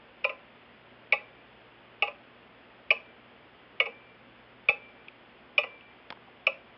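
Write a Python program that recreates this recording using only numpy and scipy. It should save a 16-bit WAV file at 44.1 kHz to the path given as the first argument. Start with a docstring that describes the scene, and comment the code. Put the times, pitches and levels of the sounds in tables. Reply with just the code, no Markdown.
"""A quiet workshop hums and hisses throughout: shaped noise plus slowly wavering mains lines.
A pendulum clock ticks in its wooden case, picked up and played by the small loudspeaker of a timing box:
noisy contact forces excite decaying modes and cone resonances, and after every other beat the pallet
bounces once. Late on comes a low, broad thump, then the plastic shell around the microphone creaks:
each is an impulse with a short noise tail, filtered by a resonance."""
import sys
import numpy as np
from scipy import signal
from scipy.fft import rfft, irfft, next_fast_len
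from scipy.io import wavfile
from scipy.ndimage import map_coordinates

SR = 44100
rng = np.random.default_rng(int(sys.argv[2]) if len(sys.argv) > 2 else 0)


def transcribe(signal):
    """Save signal, clipped to [-1, 1], as a 16-bit WAV file at the path in sys.argv[1]."""
    frames = np.atleast_2d(signal).T
    limited = np.clip(frames, -1, 1)
    pcm = np.round(limited * 32767).astype(np.int16)
    wavfile.write(sys.argv[1], SR, pcm)


N = 298798

RISE_S = 0.00049  # how fast the blow of a tooth builds


def amp(db):
    """Decibel law: the amplitude gain of a level in dB."""
    return 10 ** (np.asarray(db) / 20)


def unit(x):
    """Power normalisation: x scaled to rms 1."""
    return x / np.sqrt(np.mean(x ** 2) + 1e-20)


def along(points, hz):
    """Interpolation of (frequency, value) points on a logarithmic frequency axis."""
    f, v = np.transpose(points)
    return np.interp(np.log(hz + 1), np.log(f + 1), v)


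def filtered(x, response):
    """Linear filtering: the spectrum of x times a complex response of frequency."""
    m = next_fast_len(x.shape[-1] + 8192)
    spectrum = rfft(x, m) * response(np.fft.rfftfreq(m, 1 / SR))
    return irfft(spectrum, m)[..., :x.shape[-1]]


def peak(f, hz, width_hz):
    """Damped resonator: one causal band-pass response of top gain 1."""
    return 1j * f * width_hz / (hz * hz - f * f + 1j * f * width_hz)


def wobble(rate):
    """Slow random modulation: a smooth curve through rate random knots a second."""
    knots = rng.standard_normal(int(N * rate / SR) + 4)
    return map_coordinates(knots, [np.arange(N) * rate / SR])


def add(track, s, x):
    """Superposition: mixes x into track from time s."""
    part = track[round(s * SR):][:len(x)]
    part += x[:len(part)]


def workshop():
    """Stationary noise and tones: air and preamplifier hiss, with slightly wavering mains hum."""
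    # spectrum of room air and hiss: (frequency [Hz], relative spectral level [dB])
    air_spectrum = [(12, -47.5), (30, -22.5), (50, -9), (90, -10), (150, -7.5), (235, -0.5), (320, -3.5),
                    (500, -1.5), (1000, -5.5), (2800, -8), (3450, -12.5), (5100, -22), (5700, -45)]
    # mains lines: (frequency [Hz], relative level [dB])
    mains_lines = [(60, -81.5), (120, -74.5), (240, -75), (360, -78)]
    t = np.arange(N) / SR
    noise = filtered(rng.standard_normal(N), lambda f: amp(along(air_spectrum, f)))
    air = amp(-55.5 + 0.17 * wobble(0.33)) * unit(noise)  # rms level near -55.5 dB
    hum = np.zeros(N)
    for hz, db in mains_lines:
        level = amp(db + 5.5 + 1.5 * wobble(2.3))
        hum += level * np.sin(2 * np.pi * hz * t + 0.4 * wobble(14))
    return air + hum


def thump_and_creaks():
    """Impulse excitation of a resonance: a low thump, then snaps of the shell, each with a trace of rattle."""
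    # a low thump, then snaps of the plastic shell: (time [s], peak level [dB], pitch [Hz])
    impulses = [(4.694, -38, 120), (5.082, -47, 2400), (5.0839, -32, 2430), (5.809, -41, 2700),
                (6.104, -22, 3250), (6.111, -35, 765), (6.125, -28, 923), (6.172, -41.5, 970),
                (6.276, -44, 686), (6.284, -46.5, 794)]
    rattle_t60_s = 0.019
    crackle_db, crackle_growth = 63.5, 2.58  # broad crackle over the resonance grows with the level
    out, t = np.zeros(N), np.arange(SR // 10) / SR
    for s, db, pitch_hz in impulses:
        impulse = t == 0
        rattle = 0.19 * rng.standard_normal(len(t)) * amp(-60 * t / rattle_t60_s)

        def response(f):
            """Parallel responses: one resonance beside a broad crackle."""
            resonance = peak(f, pitch_hz, 0.15 * pitch_hz + 280) ** 2
            crackle = peak(f, 1100, 3400) / (1 + 1j * f / 3000)
            return resonance + amp(crackle_db + crackle_growth * db) * crackle

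        sound = filtered(impulse + rattle, response)
        add(out, s, amp(db) * sound / np.abs(sound).max())
    return out


def shop(x):
    """Reverberation by convolution: in a fresh noise tail each frequency dies at its own speed."""
    # decay of the room: (frequency [Hz], t60 [s])
    room_decay = [(300, 0.46), (2500, 0.23), (6000, 0.3)]
    hz, t, z = signal.stft(rng.standard_normal(SR // 2), SR, nperseg=256)
    decay = amp(-60 * t / along(room_decay, hz)[:, None])
    tail = signal.istft(z * decay, SR, nperseg=256)[1]
    delayed = np.pad(tail, (200, 0))  # samples before the first reflection
    return signal.fftconvolve(x, delayed / np.linalg.norm(tail))[:len(x)]


def contacts():
    """Impact schedule: (s, plates dB, case dB, rattle s, rod dB, graze s) of every beat and bounce."""
    # escapement beats: (time [s], relative blow on the plates [dB], rattle length [s],
    # relative rod ring [dB], graze before the blow [s])
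    escapement = [(0.244, -20.5, 0.0071, -65, 0.0051), (1.1235, -14, 0.011, -54.5, 0.0011),
                  (2.0230, -18.5, 0.005, -62, 0.0016), (2.9053, -13, 0.007, -53.5, .0012),
                  (3.8010, -15.5, 0.0047, -47, .001), (4.6867, -13.5, 0.007, -47, .0012),
                  (5.5796, -14, 0.0048, -52.5, .001), (6.4679, -16, 0.0091, -57.5, .0015)]
    # the pallet lands again after every other beat: (time [s])
    landings = [0.2935, 2.074, 3.856, 5.634]
    plates_db, case_db, rattle_s = -33, -10, 0.012  # of a bounce
    rows = [(s, db, 0, *rest) for s, db, *rest in escapement]
    for s, beat in zip(landings, escapement[::2]):
        rod_db = beat[3] - 1  # against the beat before
        rows.append((s, plates_db, case_db, rattle_s, rod_db, 0))
    return sorted(rows)


def contact_forces(t, rattle_s, graze_s):
    """Impact excitation: a graze, a blow and a rattle as noise; returns the force and its longer crunch."""
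    graze_db = -20  # the tooth brushes the pallet just before it lands
    slam_db, slam_s = 6.5, 0.00083  # the first impact stands out of the rattle
    crunch_db, crunch_t60_s = -2.5, 0.08  # the thin edges keep crunching after the firm contact
    since = np.maximum(t - graze_s, 0)  # time after the blow
    chatter = np.exp(-(since / rattle_s) ** 3) + amp(-15 - 60 * since / 0.06)  # firm, then loose
    # the contact comes in separate micro-impacts
    knocks = amp(2.34 * map_coordinates(rng.standard_normal(400), [t * 500]))
    build = 1 - np.exp(-(since / RISE_S) ** 3)
    slam = 1 + amp(slam_db) * np.exp(-since / slam_s)
    touch = rng.standard_normal(len(t)) * knocks * (amp(graze_db) + build * slam)
    crunch = touch * (chatter + amp(crunch_db - 60 * since / crunch_t60_s))
    return touch * chatter, crunch


def shaken(force, lo_hz, hi_hz):
    """Modal synthesis: one part of the clock and its share of the cone answer the force; energy 1."""
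    # modes of plates and case: (frequency [Hz], level before random scatter [dB], t60 [s])
    case_modes = [(461.8, -7.5, 0.094), (508.3, -1, 0.045), (542.4, 5, 0.061), (584, 13.5, 0.037),
                  (624.3, 5.5, 0.031), (697.4, -14.5, 0.11), (820.6, -8, 0.073), (1026, -6, 0.29),
                  (1062, 10, 0.037), (1161.5, 5.5, 0.063), (1197, 14.5, 0.022), (1221, 3.5, 0.077),
                  (1340, -11.5, 0.16), (1644, -41, 0.22), (1986, -14, 0.065), (2300, -32.5, 0.061),
                  (2380, -34.5, 0.044), (2380, -20.5, 0.036), (2221.5, -7, 0.048), (2484, -16, 0.11),
                  (2590, -15.5, 0.13), (2495, -23, 0.11), (2560, -13.5, 0.033), (2610, -10.5, 0.066),
                  (2718, -13, 0.036), (2798, -11.5, 0.053), (2930, -11, 0.036), (3510, -27, 0.046),
                  (3734, -36, 0.17)]
    # loudspeaker cone resonances: (frequency [Hz], width [Hz], relative level [dB])
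    cone_modes = [(624, 240, -2), (1190, 290, 11.5), (1770, 570, -17.5), (2387, 154, 21.5), (2744, 273, 14),
                  (4200, 890, -10.5), (4690, 380, -7.5), (5230, 140, -6.5), (5890, 180, 0)]
    t = np.arange(len(force)) / SR
    modes = [m for m in case_modes if lo_hz <= m[0] < hi_hz]
    hz, level_db, t60 = np.transpose(modes)[..., None]
    late = (1 - np.exp(-t * hz / 3)) ** 2  # panels take a few cycles to get going
    decay = amp(level_db + rng.normal(0, 3.28, hz.shape) - 60 * t / t60)
    ring = decay * late * np.sin(2 * np.pi * hz * t)

    def cone(f):
        """Modal sum: successive cone resonances alternate in sign."""
        total = 0
        for k, (c, w, db) in enumerate(cone_modes):
            if lo_hz <= c < hi_hz:
                total = total + (-1) ** k * amp(db) * peak(f, c, w) * peak(f, c, 3 * w)
        return total

    case = signal.fftconvolve(force, ring.sum(axis=0))[:len(t)]
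    sound = case + amp(19.0) * filtered(force, cone)
    return sound / np.linalg.norm(sound)


def small_loudspeaker(x):
    """Saturation and high-pass radiation: the little amplifier runs out of swing, the cone gives no bass."""
    limited = x / (1 + np.abs(x / 0.36) ** 3) ** (1 / 3)
    return filtered(limited, lambda f: (1j * f / (300 + 1j * f)) ** 2)


def rod_ring(t, rod_db):
    """Beating of close modes: a lightly damped steel rod rings in two planes of swing."""
    # one frequency for each plane: (first [Hz], second [Hz])
    rod_hz = (2348, 2354)
    first = np.sin(2 * np.pi * rod_hz[0] * t)
    second = 0.45 * np.sin(2 * np.pi * (rod_hz[1] * t + rng.random()))
    onset = 1 - np.exp(-t / 0.03)
    fade = np.cos(np.pi * t)  # reaches zero at half a second
    return amp(rod_db - 60 * t / 1.8) * (first + second) * onset * fade


def beats():
    """Excited resonance: the rattle of tooth on pallet shakes the modes of the case and loudspeaker cone."""
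    # limits between which wood, door, plates and thin edges ring: (frequency [Hz])
    part_limits = [0, 900, 1600, 3200, 8000]
    wood_db, door_db, edge_db = -25, -30.5, -18.5  # edges relative to the plates
    out, t = np.zeros(N), np.arange(SR // 2) / SR
    for s, db, case_db, rattle_s, rod_db, graze_s in contacts():
        force, crunch = contact_forces(t, rattle_s, graze_s)
        pushes = [force, force, force, crunch]
        parts = [shaken(push, lo, hi) for push, lo, hi in zip(pushes, part_limits, part_limits[1:])]
        # the blow reaches the wood through the seatboard a little later
        parts[0] = np.roll(parts[0], round(0.0017 * SR))
        knock = amp([wood_db + case_db, door_db + case_db, db, db + edge_db]) @ parts
        knock = knock * np.sqrt(0.0095 * SR)  # energy spread over the length of a contact
        tick = small_loudspeaker(knock)
        sound = tick + amp(-13.5) * shop(tick) + rod_ring(t, rod_db)
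        add(out, s - graze_s - RISE_S, sound)
    return out


def scene():
    """Superposition at one microphone, which feeds both channels."""
    return np.tile(beats() + thump_and_creaks() + workshop(), (2, 1))


def record(dry):
    """Band-limited conversion: rolled-off treble, a faint mirror image, slight overload and hiss."""
    # microphone treble: (frequency [Hz], gain [dB])
    treble = [(3450, 0), (3900, -9), (5300, -6), (5900, -28.5), (6300, -49.5)]
    clock_hz, top_hz = 16000, 14600  # the converter mirrors the sound about its clock
    kept = filtered(dry, lambda f: amp(along(treble, f)))
    mirror = amp(-46.0) * kept * np.cos(2 * np.pi * clock_hz * np.arange(N) / SR)
    # the channels differ slightly above 1400 Hz
    apart = filtered(kept[0], lambda f: 1j * (f > 1400) * np.abs(peak(f, 2500, 6000)) ** 2)
    apart = amp(-32.5) * apart * [[1], [-1]]
    grit = amp(-40.5) * kept * np.abs(kept) ** 0.85  # slight overload adds faint overtones
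    shared_hiss = rng.standard_normal(N)
    hiss = amp(-100) * (shared_hiss + 0.54 * rng.standard_normal(dry.shape))
    return filtered(kept + mirror + grit + apart + hiss, lambda f: f < top_hz)


dry = scene()
out = record(dry)
transcribe(out)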